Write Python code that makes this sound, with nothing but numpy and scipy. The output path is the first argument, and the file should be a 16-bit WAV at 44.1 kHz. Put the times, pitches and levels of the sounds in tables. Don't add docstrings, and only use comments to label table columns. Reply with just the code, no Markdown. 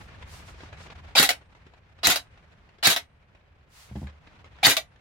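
import sys
import numpy as np
from scipy import signal
from scipy.fft import rfft, irfft, next_fast_len
from scipy.io import wavfile
from scipy.ndimage import uniform_filter1d, map_coordinates

SR = 44100
rng = np.random.default_rng(int(sys.argv[2]) if len(sys.argv) > 2 else 0)


def materialize(psi):
    bounded = np.clip(np.atleast_2d(psi).T, -1, 1)
    quanta = np.round(bounded * 32767).astype(np.int16)
    wavfile.write(sys.argv[1], SR, quanta)


N = 220852

# motor start, piston slam and latch catch in seconds; levels of the gears,
# motor kick, piston rebound and latch in dB; the latch bounce's delay in seconds and level in dB.
SHOTS = [(1.1515, 1.197, 1.2905, -9.7, -6.5, -7, -10, .014, -15),
         (2.0315, 2.0703, 2.1585, -14.5, -15.5, -12, -13.5, .0105, -23),
         (2.827, 2.8705, 2.9625, -13, -13.5, -11.5, -16.3, .0075, -20),
         (4.629, 4.667, 4.7675, -10, -9.5, -11, -12, .009, -27)]
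# frequency in Hz, width in Hz, peak strength in dB.
SHELL = [(121, 39, -7.5), (276.5, 8.3, 10), (368, 18, 2), (423, 20, 6.5), (530, 70, 1), (718, 91, 9),
         (1116, 56, -3), (1370, 90, 0.5), (1553, 41, 0.5), (1935, 72, 2), (2140, 20, -3), (2841, 81, -0.5),
         (3020, 37, -4.5), (3686, 100, 1.5), (3884, 120, 5), (4540, 120, -7), (6800, 250, 0.5),
         (11960, 1000, 0)]
# frequency in Hz, relative level in dB.
PISTON_TONE = [(40, -22.5), (200, -11), (450, -7.5), (700, -8), (1500, 6), (4000, -0.5), (7000, -1),
               (12000, -2), (16000, -9)]
# frequency in Hz, relative level in dB.
LATCH_TONE = [(40, -16), (150, -19.5), (380, -12), (600, 1), (800, -0.5), (1050, -3), (2000, 3.5),
              (4500, 3.5), (7500, -8.5), (12000, -9), (16000, -12.5)]
FLIGHT_S = .0053


def gears(mesh_hz=1950, spin_up_s=.012, swell_db=14, coast_db=-19.5, coast_s=.046, slowing_s=.18):
    # frequency in Hz, relative level in dB.
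    winding_tone = [(40, -33), (160, -11), (380, -17), (700, -8), (1100, -1.5), (2400, -0.5), (3500, 2.5),
                    (4500, 4.5), (5800, -5.5), (9000, -11), (16000, -17.5)]
    coasting_tone = [(40, -37.5), (200, -18), (500, -3.5), (1100, -.5), (1600, -0.5), (2600, 2.5),
                     (3800, 4), (5500, -1), (8000, -5.5), (12000, -8), (16000, -12)]
    loaded, free, t = np.zeros(N), np.zeros(N), np.arange(SR // 5) / SR
    for start, slam, _, gear_db, *_ in SHOTS:
        load = t / (slam - FLIGHT_S - start)
        speed = 1 - np.exp(-t / spin_up_s)
        effort_db = swell_db * (np.minimum(load / 0.68, 1) - 1)
        engaged = np.clip((1 - load) / 0.065, 0, 1)
        add(loaded, start, amp(gear_db + effort_db) * engaged * teeth(mesh_hz * speed, scrape=1.0))
        braking_s = np.maximum(t - coast_s, 0)
        whirr = teeth(mesh_hz * np.exp(-braking_s / slowing_s), scrape=1.1)
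        add(free, slam + .0045, amp(coast_db - 560 * braking_s) * whirr)
    rattle = amp(1.8 * wobble(300))
    return coloured(loaded * rattle, winding_tone, SHELL) + coloured(free * rattle, coasting_tone, SHELL)


def teeth(rate_hz, scrape):
    count = len(rate_hz)
    play = np.abs(1 + 1.3 * uniform_filter1d(rng.standard_normal(count), size=40))
    teeth_passed = np.floor(np.cumsum(rate_hz * play) / SR)
    meetings = np.diff(teeth_passed, prepend=0) - rate_hz / SR
    buzz = meetings * np.sqrt(SR / rate_hz.max())
    return (buzz + scrape * rng.standard_normal(count)) / np.hypot(1, scrape)


def impacts():
    # frequency in Hz, relative level in dB.
    kick_tone = [(40, -25), (160, -17.5), (400, -15.5), (620, -1), (760, 7.5), (1000, -1), (2500, 4.5),
                 (4200, 2.5), (6000, -18.5), (16000, -26.5)]
    kicks = strikes([(start, kick_db) for start, _, _, _, kick_db, *_ in SHOTS], t60=.052, attack=.003)
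    slams = strikes(piston_blows(), t60=.015)
    catches = strikes(latch_blows(), t60=0.033, attack=0.00015)
    return (coloured(kicks, kick_tone, SHELL) + coloured(slams, PISTON_TONE, SHELL)
            + coloured(catches, LATCH_TONE, SHELL))


def piston_blows(slam_db=-4, rebound_s=.031, settle_s=.009, settle_loss_db=5.5):
    blows = []
    for _, slam, _, _, _, rebound_db, *_ in SHOTS:
        back = slam + rebound_s
        blows += [(slam, slam_db), (back, rebound_db), (back + settle_s, rebound_db - settle_loss_db)]
    return blows


def latch_blows():
    blows = []
    for _, _, catch, *_, latch_db, delay, bounce_db in SHOTS:
        blows += [(catch, latch_db), (catch + delay, bounce_db)]
    return blows


def cracks(piston_db=-3.5, latch_db=-3.0):
    def channel():
        slam = amp(piston_db) * coloured(strikes(piston_blows(), t60=.009), PISTON_TONE)
        snap = amp(latch_db) * coloured(strikes(latch_blows(), t60=0.017), LATCH_TONE)
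        return slam + snap
    return np.vstack([channel(), channel()])


def recoil(shake_db=-27.5, rise_s=0.011, ring_db=-72.0):
    # frequency in Hz, relative level in dB, t60 in seconds.
    partials = [(7980, -7.5, .6), (8145, -4, .6), (8360, -1.5, .7), (8900, -10.5, 0.95), (9200, -2.5, 0.85)]
    # frequency in Hz, relative level in dB.
    shake_tone = [(25, -21), (70, -8.5), (115, 2), (165, -2.5), (280, -4), (500, -9.5), (1200, -26.5),
                  (5000, -60)]
    shake, ring, t = np.zeros(N), np.zeros(N), np.arange(SR // 2) / SR
    swell = amp(shake_db) * (t / rise_s) * np.exp(1 - t / rise_s)
    for _, slam, *_ in SHOTS:
        release = slam - FLIGHT_S
        add(shake, release, swell * rng.standard_normal(len(t)))
        for hz, db, t60 in partials:
            decay = amp(ring_db + db + rng.normal(0, 3.5) - 60 * t / t60)
            add(ring, release, decay * np.sin(2 * np.pi * hz * t))
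    return coloured(shake, shake_tone, SHELL) + ring


def bumps(drag_db=-30, drag_rise_s=0.0069):
    # start in seconds, level in dB, corner in Hz (lower is softer).
    pushes = [(3.913, -16.5, 150), (3.956, -9.5, 330), (3.969, -12, 250), (4.018, -12.5, 220),
              (4.030, -8.5, 121)]
    # frequency in Hz, relative level in dB.
    bench_tone = [(20, -40), (60, 0.5), (250, -2.5), (450, -0.5), (850, 7.5), (1500, -22), (16000, -54)]
    # frequency in Hz, width in Hz, peak strength in dB.
    bench_modes = [(73, 8, 26), (127, 14.5, 23.5), (197, 17.4, 26), (299, 24, 18)]
    force, t = np.zeros(N), np.arange(SR // 10) / SR
    drag = amp(drag_db) * (t / drag_rise_s) * np.exp(1 - t / drag_rise_s)
    for start, db, corner_hz in pushes:
        contact = drag * rng.standard_normal(len(t))
        contact[0] = 1
        cushion = np.exp(-2 * np.pi * corner_hz * t) * np.sqrt(corner_hz / SR)
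        add(force, start, amp(db) * signal.fftconvolve(contact, cushion))
    return coloured(force, bench_tone, bench_modes)


def plastic_ticks(motion, trigger_lead_s=.043, trigger_db=-43):
    # start in seconds, level in dB.
    ticks = [(.225, -32), (.604, -36), (.634, -33), (.727, -35.5), (.902, -34), (1.549, -43), (1.666, -42),
             (1.736, -44.5), (2.374, -43.5), (2.69, -47), (3.349, -43.5), (3.958, -38.5), (4.07, -35.5),
             (4.272, -42.5), (4.443, -40.5), (4.959, -46.5)]
    # frequency in Hz, relative level in dB.
    plastic_tone = [(50, -11), (300, 6.5), (900, 4.5), (2000, 5), (4000, -3), (7000, -18), (16000, -46)]
    triggers = [(start - trigger_lead_s, trigger_db) for start, *_ in SHOTS]
    clicks = strikes(list(ticks) + triggers, t60=0.017, attack=0.00025)
    return coloured(clicks + creaks(motion), plastic_tone)


def creaks(motion, per_s=32, creak_db=1.5, scatter_db=3.5):
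    when, strength = rng.random((round(per_s * N / SR), 2)).T
    levels = creak_db + scatter_db * (2 * strength - 1)
    return motion * strikes(zip(when * N / SR, levels), t60=0.043)


def hand_motion(rest_db=-67, attack_s=0.058, release_s=0.25):
    # start in seconds, end in seconds, level in dB.
    moves = [(-.2, 1.1, -50.5), (1.445, 1.696, -62), (1.865, 2.6, -61), (3.84, 4.07, -57),
             (4.185, 4.66, -57.3)]
    t = np.arange(N) / SR
    motion = np.full(N, amp(rest_db))
    for start, end, db in moves:
        shape = np.clip((t - start) / attack_s, 0, 1) * np.exp(-np.maximum(t - end, 0) / release_s)
        motion = np.hypot(motion, amp(db) * shape)
    return motion * amp(-0.04 * wobble(15))


def rubbing(motion, rub_db=-2.0, grain_db=3.0, tremor_db=2):
    # frequency in Hz, relative level in dB.
    rub_tone = [(88, -25), (150, -2), (179, -6), (217, -8.5), (315, -9), (702, -7), (1060, -7.5),
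                (2500, -11), (6640, -28.5), (16000, -53.5)]
    tremor_tone = [(20, -11.5), (50, 2.5), (100, 1), (160, -1.5), (300, -17), (1000, -59.5)]
    slips = diffuse(N) * unit(amp(grain_db * wobble(70)))
    rub = amp(rub_db) * coloured(slips, rub_tone)
    tremor = amp(tremor_db) * coloured(diffuse(N), tremor_tone, modes=[(75.5, 18, 11)])
    return motion * (rub + tremor)


def slides():
    # start and end in seconds, level in dB, treble corner in Hz.
    strokes = [(-.12, 0.126, -59, 14000), (0.238, 0.467, -50, 13800), (.423, 0.553, -53.5, 11000),
               (0.505, .74, -55.5, 6500), (0.745, 0.907, -53, 8000), (3.671, 3.943, -52.5, 22000),
               (3.87, 4.12, -59, 18000)]
    # frequency in Hz, relative level in dB.
    skin_tone = [(100, -48), (1000, 0), (3000, -2), (5000, -2), (9000, -7.5), (16000, -15)]
    hiss, out, t = coloured(diffuse(N), skin_tone), np.zeros((2, N)), np.arange(N) / SR
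    for start, end, db, corner_hz in strokes:
        swell = amp(db) * np.sin(np.pi * np.clip((t - start) / (end - start), 0, 1)) ** 2
        out += filtered(swell * hiss, lambda hz: 1 / np.hypot(1, (hz / corner_hz) ** 3))
    return out


def room(x, early_db=-2, tail_db=-5.5):
    # frequency in Hz, share of the power sent to the reflections.
    send = [(100, .15), (300, 0.16), (750, .65), (1500, .88), (8000, 0.96)]
    direct = filtered(x, lambda hz: np.sqrt(1 - along(send, hz)))
    sent = filtered(x, lambda hz: np.sqrt(along(send, hz)))
    early = shifting(sent, early_reflections, step=SR // 70)
    tail = shifting(sent, room_tail, step=SR // 10)
    return direct + amp(early_db) * early + amp(tail_db) * tail


def early_reflections(t60=0.035):
    t = np.arange(1024) / SR
    return diffuse(len(t)) * amp(-60 * t / t60)


def room_tail(rise_s=0.0032):
    # frequency in Hz, t60 in seconds.
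    decay_times = [(100, 0.12), (700, 0.142), (2000, 0.132), (4000, 0.11), (9000, 0.125), (16000, 0.09)]
    t = np.arange(SR // 4) / SR
    hz, age, bands = signal.stft(diffuse(len(t)), SR, nperseg=256)
    decay = amp(-60 * age / along(decay_times, hz)[:, None])
    _, tail = signal.istft(bands * decay, SR, nperseg=256)
    return tail[:, :len(t)] * (1 - np.exp(-t / rise_s))


def hush(level_db=-61.0):
    # frequency in Hz, relative level in dB.
    hush_tone = [(12, -36), (20, -10), (81, -1.5), (150, -8), (222, -16), (328, -20.5), (527, -17.5),
                 (849, -23), (1400, -22.5), (1570, -21.5), (2530, -26), (7310, -58), (16000, -56.5)]
    return amp(level_db) * coloured(diffuse(N), hush_tone)


def strikes(rows, t60, attack=0.0001):
    track, t = np.zeros(N), np.arange(SR // 10) / SR
    for start, db in rows:
        envelope = amp(db - 60 * t / t60) * (1 - np.exp(-t / attack))
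        add(track, start, envelope * rng.choice([-1, 1], len(t)))
    return track


def diffuse(count):
    # frequency in Hz, ratio of side power to mid power.
    width = [(60, 0.026), (160, 0.024), (350, 0.57), (750, 0.29), (1300, 0.98), (8000, 0.99)]
    ratio = along(width, np.fft.rfftfreq(count, 1 / SR))
    gains = np.sqrt(np.array([np.ones_like(ratio), ratio]) / (1 + ratio))
    mid, side = irfft(rfft(rng.standard_normal((2, count))) * gains, count)
    return np.array([mid + side, mid - side])


def coloured(x, tone, modes=(), size=8192):
    hz = np.fft.rfftfreq(size, 1 / SR)
    peaks = 1 + sum(amp(db) ** 2 / (1 + (2 * (hz - f) / width) ** 2) for f, width, db in modes)
    cepstrum = irfft(np.log(amp(along(tone, hz)) * np.sqrt(peaks)))
    cepstrum[1:size // 2] *= 2
    cepstrum[size // 2 + 1:] = 0
    response = irfft(np.exp(rfft(cepstrum)))
    return signal.oaconvolve(np.atleast_2d(x), response[None] / np.linalg.norm(response), axes=1)[:, :N]


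def shifting(x, response, step):
    out = np.zeros((2, N))
    fade = np.sin(np.pi * np.arange(2 * step) / (2 * step))
    for first in range(0, N, step):
        piece = x[first:first + 2 * step]
        echo = response()
        echo = echo / np.sqrt(np.sum(echo ** 2) / 2)
        add(out, first / SR, signal.fftconvolve((piece * fade[:len(piece)])[None], echo, axes=1))
    return out


def filtered(x, gain):
    size = next_fast_len(N + 4096)
    return irfft(rfft(x, size) * gain(np.fft.rfftfreq(size, 1 / SR)), size)[..., :N]


def wobble(rate):
    return map_coordinates(rng.standard_normal(N // 100), [np.arange(N) * rate / SR], mode="wrap")


def along(points, hz):
    freqs, values = np.transpose(points)
    return np.interp(np.log(hz + 1), np.log(freqs + 1), values)


def add(track, start_s, x):
    first = max(round(start_s * SR), 0)
    part = track[..., first:first + x.shape[-1]]
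    part += x[..., :part.shape[-1]]


def amp(db):
    return 10 ** (np.asarray(db) / 20)


def unit(x):
    return x / np.sqrt(np.mean(x ** 2) + 1e-20)


def scene():
    motion = hand_motion()
    ticks = plastic_ticks(motion)
    gun = gears() + impacts() + recoil() + ticks
    return room(gun[0]) + cracks() + bumps() + rubbing(motion) + slides() + hush()


def record(dry):
    ceiling, top_hz = .9, 16400
    rounded = dry / (1 + np.abs(dry / ceiling) ** 6) ** (1 / 6)
    return filtered(rounded, lambda hz: np.sin(np.pi / 2 * np.clip((top_hz - hz) / 600, 0, 1)) ** 2)


dry = scene()
out = record(dry)
materialize(out)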